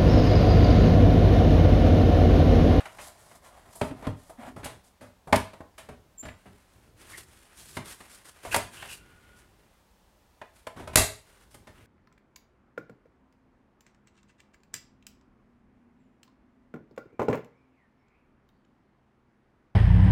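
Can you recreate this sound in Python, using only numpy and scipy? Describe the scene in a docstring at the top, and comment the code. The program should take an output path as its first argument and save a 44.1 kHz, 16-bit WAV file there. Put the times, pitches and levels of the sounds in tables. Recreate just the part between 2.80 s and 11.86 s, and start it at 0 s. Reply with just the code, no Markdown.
"""Light taps and a soft scrape come first: a plastic paper trimmer is carried onto a craft mat in a small
room, set down, shuffled and dropped into place. Its rail lifts with a squeak, a folded card slides across
the bed (the flat base), and the rail snaps shut. Each knock rings the same plastic bed; the snap rings the
rail. Sliding is a hiss full of tiny slips, and the rubber feet and the card's edge judder as they stick and
let go. Underneath, the bed rumbles as hands lean on it, and the room's air murmurs."""
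import sys
import numpy as np
from scipy import signal
from scipy.fft import rfft, irfft, next_fast_len
from scipy.io import wavfile
from scipy.ndimage import uniform_filter1d

SR = 44100
rng = np.random.default_rng(int(sys.argv[2]) if len(sys.argv) > 2 else 0)


def wav_out(sig):
    """Save sig, one row per channel (or a flat mono array), as 16-bit PCM at SR to the path in sys.argv[1]."""
    wavfile.write(sys.argv[1], SR, np.round(np.clip(np.atleast_2d(sig).T, -1, 1) * 32767).astype(np.int16))


N = 399546

# knocks on the bed: t/s, level/dB, then added to that level: bass/dB, clack/dB, treble/dB; looseness/dB
KNOCKS = [(0.002, -47.5, -15, 0.5, -12, 1), (0.054, -45.5, -17, -0.5, -12.5, 0),
          (0.184, -48.5, -13.5, -0.5, -11.5, 3.5), (0.512, -56.5, -9, -5, -21, -5.5),
          (0.953, -52.5, -13, -12.5, 1.5, 0.5), (1.012, -28, -3, -9, -20, 4.5),
          (1.109, -47, 4, -10, -23, -4.5), (1.223, -46, -5, -12, -21.5, -1), (1.268, -36, 6, -10, -20.5, 1),
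          (1.495, -47, -12.5, -14.5, -12.5, 0), (1.762, -47, 1, -7.5, -16, 2),
          (1.83, -50, 3, 1.5, -12, 4.5), (1.843, -55.5, 2, 8, 11, -5.5), (1.856, -42.5, -7, -3, -6, 2.5),
          (2.208, -51.5, -1.5, -6, -11, 5.5), (2.471, -44.5, -6, -14.5, -19, 4.5),
          (2.525, -25.5, -19, -3, -14, 7), (2.528, -16.5, -8.5, -10.5, -26, -2),
          (2.558, -34.5, 3.5, 0.5, -2, -1.5), (2.732, -50, -8, -7, -16, -1),
          (2.804, -46, -2.5, -13.5, -25, -2.5), (2.979, -50.5, -15, 0, -3.5, 1.5),
          (3.087, -46, -3, -9, -17, 1), (3.426, -52, 3, -3, -14, 4), (3.451, -48, -1.5, -2, -12.5, 2.5),
          (3.484, -53.5, -8, 4, -15, -9), (3.655, -56, 1.5, -5, -17, 1.5),
          (4.968, -39.5, 0.5, -0.5, -9, 0.5), (5.203, -54.5, -4.5, 0.5, -5.5, -3.5),
          (5.649, -40, -13, -9.5, -18, 3), (5.743, -26.5, -19, -1.5, -7, 4.5),
          (5.761, -29, -9, -12, -3.5, -2.5), (6.022, -48.5, -12, 3.5, -14, -0.5),
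          (7.614, -44.5, -13.5, -5.5, -24, -2.5), (7.868, -39, -15, -7, -15, -3),
          (7.961, -49.5, 0, -4.5, -13.5, 9), (7.995, -48, -3, -6.5, -15, 4),
          (8.073, -42, -16, -6, -14.5, 1), (8.132, -47.5, -6, -3.5, -11, 1.5),
          (8.172, -33, 1, -4.5, -3.5, -0.5), (8.742, -57, -4, -1.5, -0.5, -5.5),
          (8.87, -54, -5, -2.5, -11, -2)]
# borders of a hit's five bands (thud, bass, middle, clack, treble): f/Hz
HIT_BANDS = [35, 130, 400, 1200, 5000, 15000]
# notes the bed rings with: f/Hz, relative level/dB, time to fade by 60 dB/s
BED_NOTES = [(76, -6, 0.17), (99.6, -4.5, 0.27), (205, -2, 0.089), (251, 3.5, 0.12), (412.6, -6.5, 0.23),
             (583.5, 5, 0.088), (637.5, 3.5, 0.11), (659.6, -1, .1), (812, 1, 0.061), (926, 2.5, 0.12),
             (1021, 0.5, 0.18), (1200, -3.5, .07), (1510, -4, 0.059), (1795, 0, 0.11)]
# tone colour of a knock on the bed: f/Hz, relative level/dB
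BED_COLOUR = [(35, -7.5), (110, 1), (260, -2), (450, -4.5), (620, -1.5), (1000, -1), (1300, -0.5),
              (2000, 1.5), (3200, -1), (6000, -4.5), (9500, 1.5), (12500, -6.5), (15000, -16.5)]
# the rail snapping shut: t/s, thud/dB, bass/dB, middle/dB, clack/dB, treble/dB, contact/s, relative echo/dB
RAIL_SNAP = [(8.1568, -28.5, -31, -25, -21.5, -17.5, 0.0016, 1.5)]
# notes the rail rings with in its frame: f/Hz, relative level/dB, time to fade by 60 dB/s
RAIL_NOTES = [(68, 3.5, 0.12), (108, 2.5, 0.21), (302, -2, 0.099), (418, 1, 0.2), (620, 1, 0.11),
              (645, 1, 0.17), (2130, 0.5, .15), (3200, -2.5, 0.13), (3950, -6, .12), (4170, -1.5, .15),
              (5710, -7.5, .15), (6700, -2.5, .15), (6900, -1, 0.13), (8990, 1, .12), (9245, -4, .12),
              (9200, -3, .12), (11400, -3.5, .12)]
# tone colour of the snap: f/Hz, relative level/dB
SNAP_COLOUR = [(35, 2), (110, 3), (200, -2.5), (1000, 0), (1300, -8), (2100, 5), (3000, 0), (4200, 2),
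               (5400, -2.5), (7000, 1), (9500, 2), (12000, -3.5), (15500, -17.5)]
# pushes of the trimmer over the mat: t/s, length/s, level/dB, relative treble/dB
MAT_PUSHES = [(0, 0.38, -59.5, -3.5), (.18, 0.093, -57.5, 4.5), (.36, .2, -57.5, -2),
              (.61, 0.077, -54.5, -6.5), (.69, 0.21, -57, -10.5), (.88, 0.21, -62.5, 2),
              (1.13, 0.14, -54.5, -11), (1.23, .04, -41, -21), (1.35, 0.16, -63, -1),
              (1.57, .12, -46.5, -14), (1.77, 0.046, -53, -10), (2.03, 0.045, -66, 3)]
# tone colour of rubbing on the mat: f/Hz, relative level/dB
MAT_COLOUR = [(60, 8), (260, 2.5), (420, -4), (680, 10.5), (850, 1.5), (1080, 3.5), (1350, -3), (1850, -2),
              (2600, -11), (5500, -15), (7500, -12), (10000, -12), (12500, -18), (15000, -23)]
# strokes of the card and fingers over the bed: t/s, length/s, level/dB, relative treble/dB
CARD_STROKES = [(3.55, 0.546, -70, -2), (4.16, 0.25, -57.5, -1.5), (4.28, 0.053, -53, 1),
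                (4.372, 0.014, -52.5, 7), (4.44, .22, -63.5, 0), (4.66, .3, -60.5, -3.5),
                (4.74, 0.23, -65, 12.5), (5.04, 0.087, -49.5, 3), (5.14, 0.28, -60.5, -0.5),
                (5.29, 0.064, -60.5, 7), (5.44, 0.047, -54, 2), (5.52, .12, -59, -3.5),
                (5.62, 0.087, -49.5, -1), (5.705, 0.054, -39.5, 1), (5.9, 0.22, -51, -1),
                (6.08, 0.058, -58, 11.5), (6.1, 0.53, -64.5, -7), (6.55, 0.047, -72, 8),
                (6.62, 0.37, -75, -5), (7.73, 0.078, -68, 2.5), (8.43, 0.21, -65.5, -2),
                (8.7, .04, -68.5, 5.5), (8.92, 0.17, -62.5, -8.5)]
# tone colour of the sliding card: f/Hz, relative level/dB
PAPER_COLOUR = [(60, 6.5), (200, -5), (400, 0), (800, -0.5), (1500, 3.5), (2600, -0.5), (4000, -4.5),
                (6500, -6.5), (9300, -2), (12000, -9), (15000, -15)]
# borders of a slide's three bands (bass, middle, treble): f/Hz
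SLIDE_BANDS = [60, 400, 3500, 15000]
# rubber feet and card edge sticking and slipping: t/s, length/s, f/Hz, pitch spread/Hz, level/dB
STICK_SLIPS = [(1.101, 0.032, 276, 45, -39), (1.579, 0.045, 238, 30, -44), (1.623, 0.061, 693, 300, -49),
               (1.673, 0.039, 248, 30.4, -43), (4.329, .03, 1997, 497, -43.5),
               (5.71, .045, 2626, 403, -35.5), (5.724, 0.018, 1620, 400, -33),
               (5.95, 0.13, 2850, 700, -51.5), (6.077, 0.076, 2715, 590, -46.5),
               (6.101, .6, 1443, 70, -64.5)]
# path of the hinge's note: t/s, f/Hz, level/dB
HINGE_NOTE = [(3.377, 7600, -61.5), (3.384, 7390, -40.5), (3.388, 7260, -50.5), (3.398, 7260, -41),
              (3.409, 7230, -42.5), (3.416, 7350, -39.5), (3.422, 7400, -66)]
# hands leaning on the bed: t/s, length/s, level/dB
HAND_PRESSES = [(0, .8, -67), (.85, .05, -57), (1.135, 0.19, -54), (1.58, 0.39, -55.5), (2.98, .3, -62.5),
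                (3.681, .07, -58), (3.917, 0.66, -61), (4.765, 0.3, -58.5), (5.663, 0.22, -50.5),
                (5.9, 0.4, -60.5), (6.25, 0.61, -64), (7.948, 0.24, -46.5), (8.45, 0.31, -68),
                (8.71, 0.12, -59.5), (8.86, 0.22, -58.5)]
# tone colour of the bending bed: f/Hz, relative level/dB
RUMBLE_COLOUR = [(25, -13.5), (60, -1.5), (110, -2), (200, -12), (400, -11), (800, -33), (3000, -71)]
# how long the room echoes: f/Hz, time to fade by 60 dB/s
ROOM_FADE = [(60, .36), (250, .3), (1000, 0.32), (4000, 0.35), (9000, 0.31), (15000, 0.27)]
# tone colour of the room's air: f/Hz, relative level/dB
AIR_COLOUR = [(12, -27), (20, -9.5), (59, -1.5), (148, -15.5), (191, -8.5), (232, -14.5), (478, -17.5),
              (614, -15), (667, -18.5), (811, -16), (1410, -23.5), (13500, -36), (15500, -37)]


def bed_knock(level_db, bass_db, clack_db, treble_db, loose_db):
    """A knock rings the bed: a hard one is short and stands out of its echoes, a loose one chatters on."""
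    harder_db = level_db + 44.5  # how far above an ordinary tap
    contact_s = .0041 * amp(.5 * loose_db - .28 * harder_db)
    echo_db = -5 + loose_db - .3 * harder_db
    bands_db = level_db + np.array([bass_db - 3.5, bass_db, 0, clack_db, treble_db])
    return plastic_hit(bands_db, contact_s, echo_db, BED_NOTES, BED_COLOUR, ring_db=-21, spacing_hz=240,
                       high_db=-7.5, high_fade_s=.091, rattle_db=-20.5, rattle_fade_s=.31)


def rail_snap(bands_db, contact_s, echo_db):
    """The rail shuts with a sharp click, a very short rattle and a bright ring."""
    return plastic_hit(bands_db, contact_s, echo_db - 2, RAIL_NOTES, SNAP_COLOUR, ring_db=-28.5,
                       spacing_hz=45, high_db=-20, high_fade_s=.082, rattle_db=-15, rattle_fade_s=.035)


def plastic_hit(bands_db, contact_s, echo_db, notes, colour, ring_db, spacing_hz,
                high_db, high_fade_s, rattle_db, rattle_fade_s):
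    """A brief chatter of contact sets the plastic ringing, and the walls echo both."""
    t = np.arange(SR // 3) / SR
    progress = t / max(contact_s, 1e-4)
    rise = 1 - np.exp(-progress)
    fall_db = -60 * t  # divided by a fade time, this drops 60 dB in that time
    pulse = progress * np.exp(1 - progress)
    rattle = rise * amp(rattle_db + fall_db / rattle_fade_s)
    chatter = (pulse + rattle) * noise(colour, len(t))
    ring = sum(rng.choice([-1, 1]) * amp(ring_db + db + fall_db / fade_s) * np.sin(2 * np.pi * hz * t)
               for hz, db, fade_s in notes)
    high_ring = amp(high_db + fall_db / high_fade_s) * overtones(colour, len(t), spacing_hz)
    ring = rise * (ring + high_ring)
    # the walls hear the contact from all sides, so a click of its average colour is blended in
    click = unit_level(tint(signal.unit_impulse(len(t)), colour)) * np.std(chatter)
    to_walls = (click + chatter) / np.sqrt(2) + ring
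    echoes = amp(echo_db) * signal.fftconvolve(to_walls, room_echo())[:len(t)]
    hit = balance_bands(chatter + ring + echoes, bands_db)
    return balance_bands(hit, bands_db)  # a second pass lands closer to the levels


def overtones(colour, size, spacing_hz, lowest_hz=700):
    """The plastic's crowd of higher notes; each spot that is struck wakes its own scattered set."""
    hz = np.fft.rfftfreq(size, 1 / SR)
    picked = (rng.random(len(hz)) < hz[1] / spacing_hz) & (hz > lowest_hz)
    spectrum = picked * amp(value_at(colour, hz)) * rfft(rng.standard_normal(size))
    return unit_level(irfft(spectrum, size))


def balance_bands(hit, bands_db):
    """Tints a hit so that each band of its first 30 ms comes near the given level."""
    count = round(.03 * SR)
    onset = hit[:count] * signal.windows.tukey(2 * count, .2)[count:]
    power = abs(rfft(onset, SR)) ** 2 * 2 / (count * SR)  # one value per Hz
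    onset_db = 10 * np.log10(np.add.reduceat(power, HIT_BANDS)[:-1])
    centres_hz = np.sqrt(np.multiply(HIT_BANDS[:-1], HIT_BANDS[1:]))
    return tint(hit, np.column_stack([centres_hz, bands_db - onset_db]))


def sliding(moves, colour, slips_per_s, spread_db, grain_db, uneven_db, echo_db, bass_db):
    """Rubbing hisses under uneven pressure, with tiny sharp slips where fibres catch."""
    starts, lengths, level_db, treble_db = np.transpose(moves)
    slips = rng.random(N) < slips_per_s / SR
    sizes = amp(spread_db * np.minimum(rng.exponential(1, N), 3))
    grains = signal.lfilter([1], [1, -np.exp(-1 / (.001 * SR))], slips * sizes)  # 1 ms tail on each slip
    roughness = 1 + amp(grain_db) * unit_level(grains)
    pressure = amp(uneven_db * wander(N, span=600))
    rubbing = in_room(noise(colour, N) * pressure * roughness, echo_db)
    sound = np.zeros(N)
    for low, high, db in zip(SLIDE_BANDS, SLIDE_BANDS[1:], [bass_db, 0, treble_db]):
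        band = signal.sosfilt(signal.butter(3, [low, high], "band", fs=SR, output="sos"), rubbing)
        sound += stroke_loudness(starts, lengths, level_db + db) * unit_level(band)
    return sound


def judder(length, hz, spread_hz, db):
    """A surface catches and lets go at a wandering rate and strength."""
    t = np.arange(int(length * SR)) / SR
    a, b = uniform_filter1d(rng.standard_normal((2, len(t))), size=int(SR / spread_hz), mode="wrap")
    flutter = uniform_filter1d(a + 1j * b, size=int(SR / spread_hz / 2))
    tone = (flutter * np.exp(2j * np.pi * hz * t)).real
    return amp(db) * unit_level(signal.windows.tukey(len(t), .4) * tone) / np.sqrt(2)


def hinge_squeak(octave_db=-19, waver=.0058):
    """The hinge sings one thin, wavering note with a faint octave above it."""
    times, hz, db = np.transpose(HINGE_NOTE)
    t = np.arange(times[0], times[-1], 1 / SR)
    pitch = np.interp(t, times, hz) * (1 + waver * wander(len(t), span=60))
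    phase = 2 * np.pi * np.cumsum(pitch) / SR
    tone = np.sin(phase) + amp(octave_db) * np.sin(2 * phase)
    return amp(np.interp(t, times, db)) * unit_level(tone)


def bed_rumble():
    """The bed bends and rumbles softly while hands lean on it."""
    return stroke_loudness(*np.transpose(HAND_PRESSES)) * noise(RUMBLE_COLOUR, N)


def room_echo(walls_s=.012, desk_db=-12):
    """Echoes of one click: weak ones off the desk, then the walls, each pitch fading at its own speed."""
    hz, t, spectra = signal.stft(rng.standard_normal(SR * 2 // 5), SR, nperseg=256)
    fade = amp(-60 * t / value_at(ROOM_FADE, hz)[:, None])
    tail = signal.istft(spectra * fade, SR, nperseg=256)[1]
    t = np.arange(len(tail)) / SR
    tail *= uniform_filter1d(np.where(t < walls_s, amp(desk_db) * t / walls_s, 1), size=150)
    return tail / np.linalg.norm(tail)


def in_room(x, echo_db):
    """A sound with its echoes."""
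    return x + amp(echo_db) * signal.fftconvolve(x, room_echo())[:len(x)]


def room_air(level_db=-63.5):
    """The room's air is a faint, steady, low murmur."""
    return amp(level_db) * noise(AIR_COLOUR, N)


def stroke_loudness(starts, lengths, levels_db, rise_share=.41, longest_rise_s=.046, release_s=.029):
    """Loudness of a run of hand movements: each gathers speed, holds and comes to rest."""
    power = np.zeros(N)
    for start, length, db in zip(starts, lengths, levels_db):
        t = np.arange(round((length + 5 * release_s) * SR)) / SR
        rise = np.minimum(t / min(rise_share * length, longest_rise_s), 1)
        release = np.exp(-np.maximum(t - length, 0) / release_s)
        add(power, start, (amp(db) * rise * release) ** 2)
    return np.sqrt(power)


def noise(colour, size):
    """Noise of level 1 with the given tone colour."""
    n = next_fast_len(size)
    gain = amp(value_at(colour, np.fft.rfftfreq(n, 1 / SR)))
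    return unit_level(irfft(rfft(rng.standard_normal(n)) * gain, n)[:size])


def wander(size, span):
    """A random drift of level 1, smoothed over span samples."""
    return unit_level(uniform_filter1d(rng.standard_normal(size), span))


def tint(x, colour):
    """Gives a sound a tone colour without smearing its start backwards."""
    n = next_fast_len(len(x))
    log_gain = np.log(amp(value_at(colour, abs(np.fft.fftfreq(n, 1 / SR)))))
    response = np.exp(signal.hilbert(log_gain).conj())
    return np.fft.ifft(np.fft.fft(x, n) * response).real[:len(x)]


def value_at(table, hz):
    """Looks up a value between a table's frequencies, with octaves evenly spaced."""
    f, value = np.transpose(table)
    return np.interp(np.log(hz + 1), np.log(f), value)


def amp(db):
    """Turns decibels into a multiplier."""
    return 10 ** (np.asarray(db) / 20)


def unit_level(x):
    """Scales a sound to an average (rms) level of 1."""
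    return x / np.sqrt(np.mean(x ** 2) + 1e-20)


def add(mix, start, sound):
    """Mixes a sound in, start seconds from the beginning."""
    part = mix[max(0, round(start * SR)):][:len(sound)]
    part += sound[:len(part)]


def scene():
    """Knocks, the snap, sliding and squeaks over the rumble and the quiet air."""
    mix = room_air() + bed_rumble()
    for start, *knock in KNOCKS:
        add(mix, start, bed_knock(*knock))
    for start, *bands_db, contact_s, echo_db in RAIL_SNAP:
        add(mix, start, rail_snap(bands_db, contact_s, echo_db))
    mix += sliding(MAT_PUSHES, MAT_COLOUR, slips_per_s=110, spread_db=5.5, grain_db=-12,
                   uneven_db=3.5, echo_db=.5, bass_db=-11.5)
    mix += sliding(CARD_STROKES, PAPER_COLOUR, slips_per_s=180, spread_db=.5, grain_db=-11.5,
                   uneven_db=2, echo_db=-6, bass_db=-8.5)
    squeaks = np.zeros(N)
    for start, *slip in STICK_SLIPS:
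        add(squeaks, start, judder(*slip))
    add(squeaks, HINGE_NOTE[0][0], hinge_squeak())
    return (mix + in_room(squeaks, echo_db=-10))[None]


def record(dry, lowest_hz=26, peak_limit=.92, highest_hz=15900):
    """The microphone drops the deepest bass and rounds off the biggest peaks; the top treble is cut."""
    x = signal.sosfilt(signal.butter(3, lowest_hz, "high", fs=SR, output="sos"), dry)
    x = x / (1 + (x / peak_limit) ** 6) ** (1 / 6)
    treble_cut = signal.firwin(301, highest_hz, window=("kaiser", 9), fs=SR)
    return signal.oaconvolve(x, treble_cut[None], "same")


dry = scene()
out = record(dry)
wav_out(out)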